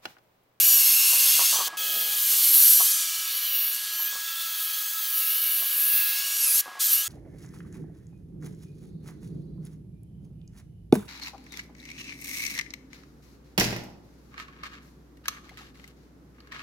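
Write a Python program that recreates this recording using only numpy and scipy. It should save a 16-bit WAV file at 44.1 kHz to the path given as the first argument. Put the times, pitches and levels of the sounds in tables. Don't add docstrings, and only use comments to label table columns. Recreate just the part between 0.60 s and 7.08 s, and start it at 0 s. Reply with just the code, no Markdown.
import sys
import numpy as np
from scipy import signal
from scipy.fft import rfft, irfft
from scipy.io import wavfile
from scipy.ndimage import map_coordinates

SR = 44100
rng = np.random.default_rng(int(sys.argv[2]) if len(sys.argv) > 2 else 0)


def waveform_to_disk(signal):
    frames = np.transpose(np.atleast_2d(signal))
    scaled = np.clip(frames, -1, 1) * 32767
    samples = np.round(scaled).astype(np.int16)
    wavfile.write(sys.argv[1], SR, samples)


N = 285768
TIME, FREQS = np.arange(N) / SR, np.maximum(np.fft.rfftfreq(N, 1 / SR), 1)
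CARRIER_RATIO = .194

# time in seconds, turns per second.
MOTOR_SPEED = [(0.0, 361.2), (0.08, 389.8), (0.26, 359.1), (0.9, 359.6), (0.98, 411.9), (1.2, 428.4),
               (1.64, 413.6), (1.72, 365.0), (1.78, 390.2), (1.98, 372.3), (2.06, 394.4), (2.18, 385.9),
               (2.3, 423.7), (2.48, 388.1), (2.7, 382.5), (2.88, 391.8), (2.94, 375.1), (3.18, 376.2),
               (3.24, 398.7), (3.44, 395.5), (3.54, 440.8), (3.76, 448.6), (4.12, 418.6), (4.38, 438.0),
               (4.66, 359.8), (4.78, 389.3), (4.86, 377.8), (5.08, 390.6), (5.22, 359.4), (5.28, 381.4),
               (5.34, 346.9), (5.52, 349.3), (5.56, 362.4), (5.78, 382.9), (5.92, 318.2), (6.02, 391.3),
               (6.2, 439.3), (6.26, 430.1), (6.36, 370.0), (6.4, 379.8), (6.46, 447.8), (6.48, 446.7)]
# frequency in Hz, level in dB.
WIRE_SPECTRUM = [(100, -35), (300, -31.5), (700, -23.5), (1150, -15), (1900, -11.5), (2600, -6.5),
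                 (3500, 0.5), (4400, 1), (5000, -2), (6000, -2.5), (7800, -3.5), (10000, 2), (12400, 6),
                 (15500, 8.5)]
# frequency in Hz, width in Hz, boost in dB.
STEEL_RINGS = [(4500, 370, 1.5), (6060, 450, 1), (12140, 660, 2)]
# low edge in Hz, high edge in Hz.
BRUSH_BANDS = [(3600, 4900), (6000, 9500), (10500, 13500), (14000, 15600)]
# time in seconds, level in dB.
RASP_LEVEL = [(0.0, -34.5), (0.86, -30.5), (1.22, -40), (2.08, -31.5), (2.5, -39), (3.14, -40),
              (3.76, -41.3), (3.82, -39), (4.54, -42.5), (4.76, -39.5), (5.26, -40.5), (5.46, -37),
              (5.88, -40), (6.02, -34.5), (6.36, -37), (6.48, -45)]
# time in seconds, level in dB.
SCRATCH_LEVEL = [(0.0, -24.5), (0.92, -25.5), (1.2, -36.5), (1.48, -34), (1.76, -26.5), (2.24, -23),
                 (2.72, -38.5), (3.1, -46.5), (3.14, -37.5), (3.32, -38), (4.68, -39.5), (4.78, -38),
                 (5.1, -39.5), (5.22, -38), (5.46, -40), (5.84, -29.5), (6.18, -24), (6.48, -34.5)]
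# time in seconds, level in dB.
SIZZLE_LEVEL = [(0.0, -27), (0.06, -19.5), (0.88, -22), (1.08, -37.7), (1.84, -21.0), (1.96, -13),
                (2.14, -15.6), (2.5, -36), (2.78, -30.5), (3.08, -27.5), (3.24, -34.5), (3.46, -38),
                (3.54, -46), (3.98, -32.5), (4.02, -28.5), (4.38, -37), (4.6, -26), (5.0, -24), (5.06, -28),
                (5.28, -21.5), (5.64, -33), (5.96, -21), (6.26, -29.5), (6.3, -25), (6.34, -19),
                (6.48, -39)]
# time in seconds, level in dB.
HISS_LEVEL = [(0.0, -27), (0.88, -30.5), (1.06, -38), (1.34, -33), (1.52, -35.0), (1.9, -29.7), (1.94, -26),
              (2.24, -32), (2.28, -38), (2.82, -37), (2.96, -28), (3.08, -33), (3.22, -45.2), (3.38, -36.4),
              (3.54, -39.5), (4.48, -33.2), (4.58, -28.3), (5.14, -35.5), (5.36, -24.5), (5.82, -42),
              (5.92, -32), (6.48, -40)]

# multiple of motor speed, level in dB, pitch spread in Hz.
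GROWL_TONES = [(3, -18, 7.9), (3.9, -19.5, 60.5), (6, -7.5, 9.8), (7.35, -2, 160), (7.76, -1, 12.3),
               (7.65, -1, 120)]
WHINE_TONES = [(15, 1, 30), (15, -2, 200), (18, -1, 60.6), (12, -11, 140), (10.5, -15.5, 230)]
SQUEAL_TONES = [(31.7, 2, 80), (32.8, 0, 410)]
# time in seconds, level in dB.
GROWL_LEVEL = [(0.0, -34), (0.82, -33.5), (1.08, -41.5), (1.28, -35), (1.74, -40), (2.56, -39.5),
               (2.82, -42), (2.96, -36), (3.28, -50), (3.48, -39), (3.58, -50.5), (3.68, -40),
               (4.48, -45.0), (4.6, -40), (5.86, -38.5), (6.18, -49), (6.38, -36.5), (6.48, -43)]
WHINE_LEVEL = [(0.0, -44), (0.04, -34), (0.98, -36), (1.04, -48), (1.68, -51), (2.2, -36), (2.7, -49.5),
               (2.94, -48.5), (3.98, -53.5), (4.28, -46), (5.22, -58), (5.38, -51), (5.64, -45),
               (6.48, -41.5)]
SQUEAL_LEVEL = [(0.0, -23.5), (0.7, -31.5), (1.08, -39), (1.38, -34.5), (1.72, -29.5), (2.14, -21.5),
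                (2.5, -45.5), (3.08, -32), (3.18, -48), (3.44, -31.4), (3.54, -42), (4.24, -45),
                (5.22, -32), (5.56, -51), (5.88, -27), (6.18, -35), (6.32, -26.5), (6.48, -46)]
# frequency in Hz, width in Hz, boost in dB.
HOUSING_RINGS = [(1315, 68, 21), (2635, 840, 4.5), (4470, 520, 9.5), (6300, 510, 5)]
# time in seconds, motor hum in dB, gearbox buzz in dB.
BODY_LEVELS = [(0, -57.5, -68), (.75, -56, -69), (1.15, -57, -56), (1.31, -65, -49), (1.52, -53.5, -52),
               (1.66, -70, -85), (5, -75, -77), (5.5, -65.5, -66), (6.48, -65, -73)]
# multiple of the planet carrier's speed, level in dB.
BUZZ_TONES = [(2, -11), (3, -12.5), (4, -8.5), (5, -6), (6, -4.5), (7, -4.5), (8, -4.5), (9, -3.5),
              (10, -11)]

# frequency in Hz, level in dB.
EQUIPMENT_TONES = [(1655.8, 0), (3311.6, -21), (4967.4, -25)]
# time in seconds, level in dB.
EQUIPMENT_LEVEL = [(0.0, -51), (0.88, -54), (1.1, -46), (1.66, -47), (1.8, -59), (1.99, -49.5),
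                   (3.05, -51.5), (3.54, -42.5), (3.93, -48.5), (5.07, -49), (5.41, -41), (5.85, -49.5),
                   (6.48, -49.5)]
FAN_LEVEL = [(0, -72), (1, -62), (2, -61), (2.5, -52), (3.3, -58.5), (3.7, -56), (4.9, -52), (5.5, -60.5),
             (6.2, -62), (6.48, -51)]
# frequency in Hz, level in dB.
AIR_SPECTRUM = [(25, -22), (100, -11), (300, -10.5), (700, -5.5), (1200, 8.5), (1900, 7), (3300, 5.5),
                (5000, 1), (8000, -4), (15000, -10)]

# start in seconds, level in dB.
BUMPS = [(0.528, -29.5), (0.79, -21.5), (0.815, -29), (0.928, -26.5), (0.956, -27.5), (0.984, -24),
         (1.001, -24), (1.025, -31), (1.07, -27.5), (1.129, -31.5), (2.2, -25), (3.393, -39), (3.523, -39),
         (3.554, -36), (5.024, -36.5), (6.058, -30.5), (6.078, -32), (6.115, -35), (6.153, -37),
         (6.169, -34.5)]
# frequency in Hz, level in dB, seconds to fade by 60 dB.
TANK_NOTES = [(264, -31, 0.13), (358, -17.5, 0.053), (470, -19, 0.067), (558, -13.5, 0.052),
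              (738, -5, 0.049), (850, -12, 0.098), (969, -5, 0.089), (1044, -21, 0.21),
              (1097.5, 0.5, 0.087), (1158, -5, 0.071), (1280, -10.5, 0.1), (1500, -9.5, 0.033)]
# lift time, landing time, fade-in, all in seconds.
LIFTS = [(1.081, 1.169, 0.0028), (6.008, 6.191, 0.017)]


def from_db(db):
    return 10 ** (np.asarray(db) / 20)


def rms_one(x):
    return x / np.sqrt(np.mean(x ** 2) + 1e-20)


def in_time(rows, column=1):
    table = np.transpose(rows)
    return np.interp(TIME, table[0], table[column])


def coloured(x, spectrum):
    hz, db = np.transpose(spectrum)
    gain = from_db(np.interp(np.log(FREQS), np.log(hz), db))
    return rms_one(irfft(rfft(x) * gain, N))


def drift(rate_hz):
    points, step = 2 ** 15, 16
    hz = np.fft.rfftfreq(points, step / SR)
    slow = irfft(rfft(rng.standard_normal(points)) / (1 + (hz / rate_hz) ** 2))
    return np.interp(np.arange(N) / step, np.arange(points), rms_one(slow))


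def phase(hz):
    return 2 * np.pi * np.cumsum(hz) / SR


def boost_db(hz, rings):
    return sum(peak_db / (1 + (2 * (hz - centre) / width) ** 2) for centre, width, peak_db in rings)


def wire_flicks(motor_angle, per_second, size_db, tuft_db, flutter_db, turn_db):
    sizes = from_db(size_db * np.minimum(rng.exponential(1, N), 4)) * rng.choice([-1, 1], N)
    flicks = sizes * (rng.random(N) < per_second / SR)
    wheel_turn = np.sin(motor_angle * CARRIER_RATIO / 3)
    return flicks * from_db(tuft_db * drift(350) + flutter_db * drift(20) + turn_db * wheel_turn)


def wire_brush(motor_angle):
    flicks = wire_flicks(motor_angle, per_second=20000, size_db=1.5, tuft_db=.7, flutter_db=.47, turn_db=.15)
    spectrum = rfft(coloured(flicks, WIRE_SPECTRUM)) * from_db(boost_db(FREQS, STEEL_RINGS))
    levels_db = [in_time(RASP_LEVEL) - .4, in_time(SCRATCH_LEVEL) - 1.0,
                 in_time(SIZZLE_LEVEL) - 1.97, in_time(HISS_LEVEL) - .6]
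    centres = np.log(BRUSH_BANDS).mean(axis=1)
    out = 0
    for (low, high), level_db, this_band in zip(BRUSH_BANDS, levels_db, np.eye(len(BRUSH_BANDS))):
        strength = irfft(spectrum * ((FREQS > low) & (FREQS < high)), N).std()
        share = np.interp(np.log(FREQS), centres, this_band)
        band = irfft(spectrum * share, N) / strength
        out += from_db(level_db + 0.72 * drift(5)) * band
    return out


def gear_tones(speed, motor_angle, tones, shake_db):
    out, power = 0, 0
    for multiple, db, spread_hz in tones:
        gain = from_db(db + boost_db(multiple * speed, HOUSING_RINGS))
        shake = from_db(shake_db * drift(spread_hz + 20))
        wander = phase(spread_hz * drift(2 * spread_hz))
        out += gain * rms_one(shake * np.sin(multiple * motor_angle + wander))
        power += gain ** 2
    return out / np.sqrt(power)


def gears(speed, motor_angle):
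    growl_gain = from_db(in_time(GROWL_LEVEL) - 0.06)
    growl = growl_gain * gear_tones(speed, motor_angle, GROWL_TONES, shake_db=2.0)
    whine_gain = from_db(in_time(WHINE_LEVEL) + 4.5 + 1.8 * drift(8.8))
    whine = whine_gain * gear_tones(speed, motor_angle, WHINE_TONES, shake_db=1.0)
    squeal_gain = from_db(in_time(SQUEAL_LEVEL) + 3.0 + 1.4 * drift(9.4))
    squeal = squeal_gain * gear_tones(speed, motor_angle, SQUEAL_TONES, shake_db=-1.6)
    return growl + whine + squeal


def tank_echo(x):
    delay_s = .0011 * np.exp(0.2976 * drift(1.185))
    echo = map_coordinates(x, [np.arange(N) - delay_s * SR], order=3)
    echo_gain = from_db(-14)
    return (x + echo_gain * echo) / np.hypot(1, echo_gain)


def room(x, fade_s, tail_db):
    age = TIME[:SR // 2]
    tail = rng.standard_normal(len(age)) * from_db(-60 * age / fade_s) * (age > .004)
    tail = signal.sosfilt(signal.butter(1, 7000, fs=SR, output="sos"), tail)
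    return x + from_db(tail_db) * signal.fftconvolve(x, tail / np.linalg.norm(tail))[:N]


def drill_body(motor_angle):
    hum = np.sin(2 * motor_angle) - from_db(3.5) * np.sin(3 * motor_angle)
    buzz = 0
    for multiple, db in BUZZ_TONES:
        wander = phase(7 * drift(24.8))
        buzz += from_db(db) * np.sin(multiple * CARRIER_RATIO * motor_angle + wander)
    hum_gain = from_db(in_time(BODY_LEVELS, column=1) + 1.2 * drift(13))
    buzz_gain = from_db(in_time(BODY_LEVELS, column=2) - 1.0 + 2.5 * drift(30))
    return hum_gain * hum + buzz_gain * rms_one(buzz)


def workshop(fan_hz):
    whine = rms_one(sum(from_db(db) * np.sin(2 * np.pi * hz * TIME) for hz, db in EQUIPMENT_TONES))
    fan = np.sin(phase(fan_hz + 1.4 * drift(2.5)))
    fan = rms_one(fan * from_db(2.6 * drift(2.0)))
    air = from_db(-47.5) * coloured(rng.standard_normal(N), AIR_SPECTRUM)
    return from_db(in_time(EQUIPMENT_LEVEL) + 1.3) * whine + from_db(in_time(FAN_LEVEL)) * fan + air


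def tank_bumps(rattle_s, rattle_gain):
    out, age = np.zeros(N), TIME[:SR // 10]
    for hz, note_db, fade_s in TANK_NOTES:
        force = np.zeros(N)
        for start_s, bump_db in BUMPS:
            blow = rattle_gain * rng.standard_normal(len(age)) * np.exp(-age / rattle_s)
            blow[0] += 0.61 * rng.choice([-1, 1])
            start = round(start_s * SR)
            force[start:start + len(blow)] += from_db(bump_db + note_db) * blow
        decay, step = from_db(-60 / (fade_s * SR)), 2 * np.pi * hz / SR
        out += signal.lfilter([0, np.sin(step)], [1, -2 * decay * np.cos(step), decay ** 2], force + 1e-18)
    return signal.sosfilt(signal.butter(2, 180, "high", fs=SR, output="sos"), out)


def wheel_contact(slide_off_s, landing_db, settle_s):
    touch = np.ones(N)
    for lift_s, land_s, fade_in_s in LIFTS:
        leaving = np.exp(-np.maximum(TIME - lift_s, 0) / slide_off_s)
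        landing = np.clip((TIME - land_s) / fade_in_s, 0, 1)
        settling = from_db(landing_db * np.exp(-np.maximum(TIME - land_s - fade_in_s, 0) / settle_s))
        touch *= np.maximum(leaving, landing * settling)
    return touch


def scene():
    speed = in_time(MOTOR_SPEED) * (1 + .003 * drift(14))
    motor_angle = phase(speed)
    touch = wheel_contact(slide_off_s=0.0028, landing_db=-1, settle_s=0.01)
    brushing = touch * tank_echo(wire_brush(motor_angle) + gears(speed, motor_angle))
    brushing = room(brushing, fade_s=0.35, tail_db=-19.5)
    body = drill_body(motor_angle)
    bumps = from_db(-5.5) * tank_bumps(rattle_s=0.015, rattle_gain=0.056)
    mono = brushing + body + bumps + workshop(fan_hz=1297)
    return np.array([mono, mono])


def record(dry):
    rounded = 1.3 * np.tanh(dry / 1.3)
    return signal.sosfilt(signal.ellip(16, .1, 85, 15750, fs=SR, output="sos"), rounded)


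dry = scene()
out = record(dry)
waveform_to_disk(out)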